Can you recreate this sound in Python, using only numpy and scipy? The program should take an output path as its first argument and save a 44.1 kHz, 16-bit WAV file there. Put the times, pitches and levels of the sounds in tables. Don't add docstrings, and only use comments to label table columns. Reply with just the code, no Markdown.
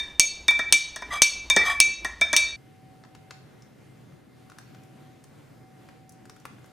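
import sys
import numpy as np
from scipy import signal
from scipy.fft import rfft, irfft, next_fast_len
from scipy.io import wavfile
from scipy.ndimage import uniform_filter1d, map_coordinates

SR = 44100
rng = np.random.default_rng(int(sys.argv[2]) if len(sys.argv) > 2 else 0)


def gain_from_db(level_db):
    decades = np.asarray(level_db, float) / 20
    return 10 ** decades


def materialize(psi):
    bounded = np.clip(np.atleast_2d(psi).T, -1, 1)
    quanta = np.round(bounded * 32767).astype(np.int16)
    wavfile.write(sys.argv[1], SR, quanta)


N = 296330

# fade_start_s, fade_end_s
SCENE_CHANGE = (2.557, 2.565)

# pitch_hz, level_db per Hz
ROOM_AIR = [(15, -47), (60, -19), (90, -13), (125, 0), (190, -9), (270, -8), (420, -14), (620, -18),
            (1000, -25), (1700, -26), (2800, -31), (5000, -37), (10000, -41), (15400, -47)]
# pitch_hz, likeness (1 = the same)
ROOM_AIR_LIKENESS = [(60, 1), (180, 0.65), (550, 0.06), (1650, 0.61), (4970, 0.68), (15000, 0.84)]
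# pitch_hz, left_over_right_db
ROOM_AIR_LEFT = [(60, .3), (240, .9), (950, .5), (3770, 1.2), (15000, 1)]
ROOM_AIR_DB = -49.5
# pitch_hz, width_hz, level_db
FAN_TONES = [(118, 2.1, -100), (243, 15, -71), (2090, 15, -77.5)]
# start_s, length_s, level_db
WHINE_SURGES = [
    (2.707, 0.65, -60),
    (3.924, .03, -68),
    (4.12, .05, -66.5),
    (4.447, .15, -64),
    (4.774, 0.34, -61),
    (5.65, 0.72, -60.5),
    (6.68, 0.091, -61.5),
]
WHINE_REST_DB, WHINE_FADE_DB_PER_S = -71, 94

# time_s, effort_db
STIR_EFFORT = [(0.0, -57), (0.25, -60.5), (0.38, -54), (0.73, -52.5), (0.8, -74), (0.93, -53.5),
               (1.2, -54.5), (1.25, -61), (1.49, -50.5), (1.79, -42), (1.87, -57), (2.32, -51.5),
               (2.57, -57)]
# pitch_hz, level_db per Hz
COUNTER_RUMBLE = [(12, -45.5), (33, -16), (54, 4.5), (74, -2), (97, -11.5), (110, -17), (140, -46.5),
                  (240, -120)]
# pitch_hz, level_db per Hz
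KITCHEN_HISS = [(100, -6), (170, -8), (300, -7), (550, -13.5), (1000, -15.5), (1400, -21.5), (3000, -22),
                (7500, -32), (12000, -41.5), (15500, -47.5), (16300, -91.5)]
# pitch_hz, time_to_die_s (60 dB down)
KITCHEN_ECHO = [(200, .3), (1500, 0.56), (4000, 0.56), (9000, 0.33), (15000, .2)]
SLOSH_DB, SLOSH_GROWS = -53, 0.13

# start_s, peak_db, low_part_db, top_part_db
SLAT_TICKS = [(3.037, -50, -5, -28), (3.0494, -61.5, 3.5, -15), (3.1492, -53.5, 0.5, -12),
              (3.3079, -41.5, -3, -18), (3.6212, -50, -23, -23), (4.1214, -66, 3.5, -13.5),
              (4.4982, -48.5, -5, -13.5), (4.5184, -56, 3.5, -13), (4.585, -39, -6, -8.5),
              (4.7466, -58.5, 0, -14), (4.8344, -58.5, -19.5, -8), (5.0274, -64.5, -2.5, -22.5),
              (5.2394, -47.5, -8.5, -5), (5.8874, -55, 0.5, -16), (6.0931, -46.5, -28.5, -2.5),
              (6.1205, -52, -25, -5.5), (6.2544, -53, -1.5, -5), (6.2961, -43.5, -8, -13),
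              (6.3634, -62.5, 3, -3), (6.3994, -54.5, -17, -12), (6.4527, -45.5, 6, -0.5),
              (6.5834, -72, 8.5, -15), (6.6428, -55.5, -3, -15.5), (6.6594, -59, -7.5, 4)]
# pitch_hz, width_hz, level_db
SLAT_TONES = [(1633, 380, 1), (4006, 280, 5.5), (5960, 130, -1), (7600, 150, -11), (10300, 260, 2.5)]
# pitch_hz, time_to_die_s (60 dB down)
ROOM_ECHO = [(500, 0.21), (4000, 0.6), (12000, 0.157)]
TICK_DIES_S, TICK_LEFT_DB = 0.029, 2.5

# time_s, pressure_db, lean_db (from stem to bowl)
SPOON_DRAGS = [
    [(1.102, -52, -4.5), (1.113, -35, -7.5), (1.125, -32.5, 0.5), (1.155, -34, 4), (1.205, -49.5, 3)],
    [(1.585, -36.5, -5.5), (1.63, -33, -11), (1.645, -35, -3.5), (1.68, -26.5, 0), (1.715, -30, 2),
     (1.785, -49.5, -6)],
]
# pitch_hz, width_hz, level_db
EDGE_TONES = [(690, 97, 4.5), (1455, 600, -1), (3340, 79, 9), (3773, 130, 1.5), (4970, 90, 0.5),
              (6200, 70, 2.5), (7700, 390, -9), (8700, 200, -7.5), (10700, 300, -11.5), (12900, 250, -17.5),
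              (14200, 250, -19)]
BOWL_HZ, BOWL_SAG_HZ_PER_S, STEM_HZ, STEM_SAG_HZ_PER_S = 1190, 350, 1960, 1100
FIZZ_DB, FIZZ_LEAN, WALL_DB, WALL_RING_S = -3, .8, 1.5, .06

# start_s, belly_db, second_belly_over_first_db, rim_db, knock_db
SPOON_CLINKS = [(-0.015, -29.5, 10.5, -24.5, -27.5), (0.1104, -64, -1.5, -62.5, -62.5),
                (0.1966, -16, -4.5, -3, -33), (0.4816, -10.5, -1, -17.5, -21),
                (0.5082, -21.5, -19, -26.5, -29), (0.5912, -21, -5.5, -29.5, -21),
                (0.7249, -14.5, -4, -3.5, -29), (0.961, -40, 0.5, -28.5, -30),
                (1.0201, -38.5, -7, -41, -28), (1.2196, -14.5, -7.5, -1.5, -29),
                (1.5, -15.5, 4.5, -14.5, -24.5), (1.5642, -17.5, 3, -13.5, -12.5),
                (1.8021, -12.5, -13.5, -5, -29.5), (2.047, -37, 2.5, -26.5, -21.5),
                (2.2121, -11.5, -8, -21, -19), (2.3301, -17.5, -12, -16.5, -19.5),
                (2.365, -16, 1.5, -4.5, -36.5)]
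MUG_HZ = [2326, 2643, 3643, 3797, 4398, 4445, 4823, 5484, 5737, 5920, 6130, 6406, 6472, 6689, 7400, 7890,
          8054, 8355, 8580, 8765, 9200, 10060, 10860, 11400, 12250, 12800, 13400, 13850]
# level_db (within its family), time_to_die_s (60 dB down)
MUG_RINGS = [(-4, 0.34), (-11, 0.51), (2, 0.2), (-8, 0.4), (-10, 0.27), (-3, 0.31), (-20.5, .15),
             (-2, 0.14), (-9.5, 0.12), (-6.5, 0.33), (-6.5, 0.15), (-9.5, 0.26), (3, .2), (-4.5, 0.21),
             (-21, .2), (-18.5, 0.13), (-7, 0.084), (-14, 0.16), (-15, 0.088), (-7.5, 0.14), (-24.5, .2),
             (-20.5, 0.12), (-25.5, 0.3), (-32.5, .18), (-28, .15), (-35, .15), (-32, .1), (-31.5, .12)]
# pitch_hz, width_hz, level_db
WET_SPOON = [(255, 180, -18.5), (400, 66, -16), (643, 110, -11.5), (1008, 81, -8.5), (1267, 120, -12),
             (1330, 90, -10), (1743, 37, 0), (1775, 20, -4.5), (1877, 60, 1.5)]
# pitch_hz, width_hz, level_db
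DRY_HANDLE = [(3400, 90, -2), (5290, 60, -3), (6040, 28, -1.5)]
# pitch_hz, width_hz, level_db
CLINK_SHEEN = [(3030, 800, -2.5), (3700, 300, -4.5), (4160, 200, -4), (5916, 200, -3), (6100, 220, 0.5),
               (5860, 560, 2.5), (7320, 880, -10), (7820, 230, 0.5), (8680, 250, 1), (10500, 82, -15),
               (10630, 540, -7.5), (12250, 80.6, -20.5), (13600, 180, -20)]
# pitch_hz, level_db per Hz
CRACK_COLOUR = [(88, -58.5), (150, -36), (1110, -24.5), (2940, -4), (4110, -14), (6320, 5.5), (7100, -17.5),
                (8640, 2.5), (9530, -12.5), (14400, -27.5), (16200, -32.5)]
CRACK_DIES_S = .0045
CRACK_DB, CRACK_GROWS, MIDDLING_DB = -2, 1.2, -12


def unit(x):
    return x / np.sqrt(np.mean(x ** 2) + 1e-20)


def peak_one(x):
    return x / (np.abs(x).max() + 1e-20)


def along(points, hz):
    point_hz, value = np.transpose(points)
    return np.interp(np.log(hz + 1), np.log(point_hz + 1), value)


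def curves(rows):
    time_s, *columns = np.transpose(rows)
    return [np.interp(np.arange(N) / SR, time_s, column, -150, -150) for column in columns]


def wobble(rate):
    knots = rng.standard_normal(int(N * rate / SR) + 4)
    return map_coordinates(knots, [np.arange(N) * rate / SR])


def filtered(x, response):
    n = x.shape[-1]
    m = next_fast_len(n + 8192)
    return irfft(rfft(x, m) * response(np.fft.rfftfreq(m, 1 / SR)), m)[..., :n]


def resonances(modes):
    def response(f):
        total = 0
        for k, (hz, width, db) in enumerate(modes):
            total = total + (-1) ** k * gain_from_db(db) * 1j * f * width / (hz * hz - f * f + 1j * f * width)
        return total
    return response


def narrow(hz, width_hz):
    slow = filtered(rng.standard_normal((2, N)), lambda f: 1 / (1 + (2 * f / width_hz) ** 2))
    turn = 2 * np.pi * np.cumsum(hz * np.ones(N)) / SR
    return unit(slow[0] * np.cos(turn) + slow[1] * np.sin(turn))


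def add(track, s, x):
    track[..., SR + round(s * SR):][..., :x.shape[-1]] += x


def echo(x, decays, channels):
    hz, t, z = signal.stft(rng.standard_normal((channels, SR // 2)), SR, nperseg=256)
    fading = z * gain_from_db(-60 * t / along(decays, hz)[:, None])
    tail = signal.istft(fading, SR, nperseg=256)[1]
    late = np.pad(x, (250, 0))[None]
    return signal.fftconvolve(late, tail / np.linalg.norm(tail[0]), axes=1)[:, :len(x)]


def surging():
    t = np.arange(N) / SR
    held = []
    for s, length, db in WHINE_SURGES:
        outside_s = np.maximum(np.abs(t - s - length / 2) - length / 2, 0)
        held.append(db - WHINE_FADE_DB_PER_S * outside_s)
    return np.maximum(np.max(held, axis=0), WHINE_REST_DB)


def quiet_room():
    def turn(hz):
        return np.arccos(np.clip(along(ROOM_AIR_LIKENESS, hz), -1, 1)) / 2

    def shape(hz):
        dip = 1 - 0.34 * np.exp(-((hz - 7870) / 60) ** 2)
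        return gain_from_db(along(ROOM_AIR, hz)) * dip * (hz < 15500) * [np.cos(turn(hz)), np.sin(turn(hz))]

    z = signal.stft(rng.standard_normal((2, N)), nperseg=512)[2]
    patches = uniform_filter1d(rng.standard_normal(z.shape[1:]), size=14, axis=0)
    patches = uniform_filter1d(patches, size=30, axis=1)
    uneven = signal.istft(z * gain_from_db(unit(patches)), nperseg=512)[1][:, :N]
    mid, side = filtered(uneven, shape)
    left_right = np.array([mid + side, mid - side])
    air = filtered(left_right, lambda hz: gain_from_db(along(ROOM_AIR_LEFT, hz) * [[.5], [-.5]]))
    fan = sum(gain_from_db(db) * narrow(hz, width) for hz, width, db in FAN_TONES)
    whine_db = surging() + 1.64 * wobble(7.7) + [[2], [2]]
    whine = gain_from_db(whine_db) * np.sin(2 * np.pi * np.cumsum(756 + 3 * wobble(11)) / SR)
    air_db = ROOM_AIR_DB - 2.5 + .5 * wobble(3) + wobble(12)
    return gain_from_db(air_db) * unit(air) + fan + whine


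def counter():
    effort_db, = curves(STIR_EFFORT)
    slosh_db = SLOSH_DB + SLOSH_GROWS * (effort_db - np.mean(STIR_EFFORT, 0)[1])
    rumble = unit(filtered(rng.standard_normal(N), lambda f: gain_from_db(along(COUNTER_RUMBLE, f))))
    hiss = unit(filtered(rng.standard_normal(N), lambda f: gain_from_db(along(KITCHEN_HISS, f))))
    return gain_from_db(effort_db + 1.5 * wobble(3)) * rumble + gain_from_db(slosh_db + 2.5 * wobble(22)) * hiss


def slats():
    out, t = np.zeros((2, N + 2 * SR)), np.arange(SR // 4) / SR
    sides = gain_from_db([[TICK_LEFT_DB / 2], [-TICK_LEFT_DB / 2]])
    for s, db, low_db, top_db in SLAT_TICKS:
        colour = [(500, low_db + 4), (1400, low_db + 12.5), (2800, low_db),
                  (5500, 0), (11000, top_db), (15000, top_db - 10)]

        def slat(f):
            return gain_from_db(along(colour, f)) * (1 + 0.22 * resonances(SLAT_TONES)(f))

        burst = rng.standard_normal(len(t)) * gain_from_db(-60 * t / TICK_DIES_S) * (1 - np.exp(-t / 0.00039))
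        tick = gain_from_db(db + 6.5 + max(low_db + 6.5, 0)) * peak_one(filtered(burst, slat))
        add(out, s, tick * sides + gain_from_db(-6) * echo(tick, ROOM_ECHO, channels=2))
    return out[:, SR:SR + N]


def drags():
    out = np.zeros(N)
    for rows in SPOON_DRAGS:
        press_db, lean_db = curves(rows)
        lean_db = np.where(press_db > -100, lean_db, 0)
        levels_db = press_db + [lean_db, -lean_db, WALL_DB + 0 * lean_db, FIZZ_DB + FIZZ_LEAN * lean_db]
        bowl, stem, wall, fizz = uniform_filter1d(gain_from_db(levels_db), size=300)
        wall = np.abs(filtered(wall, lambda f: 1 / (1 + 2j * np.pi * f * WALL_RING_S)))
        moved_s = np.clip(np.arange(N) / SR - rows[0][0], 0, 1)
        bowl_tone = narrow(BOWL_HZ - BOWL_SAG_HZ_PER_S * moved_s, width_hz=90)
        stem_tone = narrow(STEM_HZ - STEM_SAG_HZ_PER_S * moved_s, width_hz=80)
        scrape = rng.standard_normal(N) * gain_from_db(3 * wobble(150))
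        out += bowl * gain_from_db(3 * wobble(70) - 1.5) * bowl_tone
        out += stem * gain_from_db(3 * wobble(70) - 2) * stem_tone
        out += wall * narrow(MUG_HZ[0], width_hz=15)
        out += fizz * unit(filtered(scrape, resonances(EDGE_TONES)))
    return out + gain_from_db(-14.5) * echo(out, KITCHEN_ECHO, channels=1)[0]


def mug_pairs(t):
    hz = np.array(MUG_HZ)[:, None]
    level_db, dies_s = np.array(MUG_RINGS).T[:, :, None]
    split = 1 + .0022 * np.array([[[0]], [[1]]])
    lasting_s = dies_s * np.array([[[.7]], [[1.5]]])
    rise = 1 - np.exp(-(t / (.005 * (2326 / hz) ** 2)) ** 2)
    return np.sin(2 * np.pi * hz * split * t) * gain_from_db(level_db - 60 * t / lasting_s) * rise


def clinks():
    out, t = np.zeros(N + 2 * SR), np.arange(SR // 2) / SR
    pairs = mug_pairs(t)
    hz = np.array(MUG_HZ)
    family = np.select([hz == MUG_HZ[0], hz == MUG_HZ[2]], [0, 1], 2)
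    for s, belly_db, second_db, rim_db, knock_db in SPOON_CLINKS:
        luck = gain_from_db(3 * rng.standard_normal(pairs.shape[:2]) + [[0], [-8]])
        belly, second, rim = [peak_one(np.tensordot(luck * (family == k), pairs, 2)) for k in range(3)]
        ring = gain_from_db(belly_db) * belly + gain_from_db(belly_db + second_db - 1.5) * second + gain_from_db(rim_db - 5) * rim
        grit = rng.standard_normal(len(t))
        snap = grit * gain_from_db(-60 * t / CRACK_DIES_S)
        crack = peak_one(filtered(snap, lambda f: gain_from_db(along(CRACK_COLOUR, f))))
        push = grit * gain_from_db(-60 * t / 0.025) * (1 - np.exp(-t / 0.0016))
        knock = peak_one(filtered(push, lambda f: resonances(WET_SPOON)(f) / (1 + 1j * f / 2500) ** 2))
        sheen = peak_one(filtered(grit * gain_from_db(-60 * t / 0.09), resonances(CLINK_SHEEN)))
        handle = peak_one(filtered(push, resonances(DRY_HANDLE)))
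        body = ring + gain_from_db((knock_db + rim_db) / 2 - 2.5) * handle
        body = body + gain_from_db(knock_db + 4.0) * knock + gain_from_db(rim_db - 5.5) * sheen
        room = gain_from_db(-8) * echo(body, KITCHEN_ECHO, channels=1)[0]
        crack_db = CRACK_DB + CRACK_GROWS * (rim_db - MIDDLING_DB)
        add(out, s, body + gain_from_db(crack_db) * crack + room)
    return out[SR:SR + N]


def scene():
    fade = np.interp(np.arange(N) / SR, SCENE_CHANGE, [1, 0])
    kitchen = clinks() + drags() + counter()
    mismatch = gain_from_db(-33.0 + 5.5 * wobble(12)) * wobble(210)
    first = fade * kitchen * (1 + mismatch * [[1], [-1]])
    return first + (1 - fade) ** 3 * (slats() + quiet_room())


def low_pass(x):
    return signal.sosfilt(signal.butter(12, 16320, fs=SR, output="sos"), x)


def record(dry):
    clipped = dry / (1 + np.abs(dry / 1.05) ** 8) ** (1 / 8)
    return low_pass(clipped)


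dry = scene()
out = record(dry)
materialize(out)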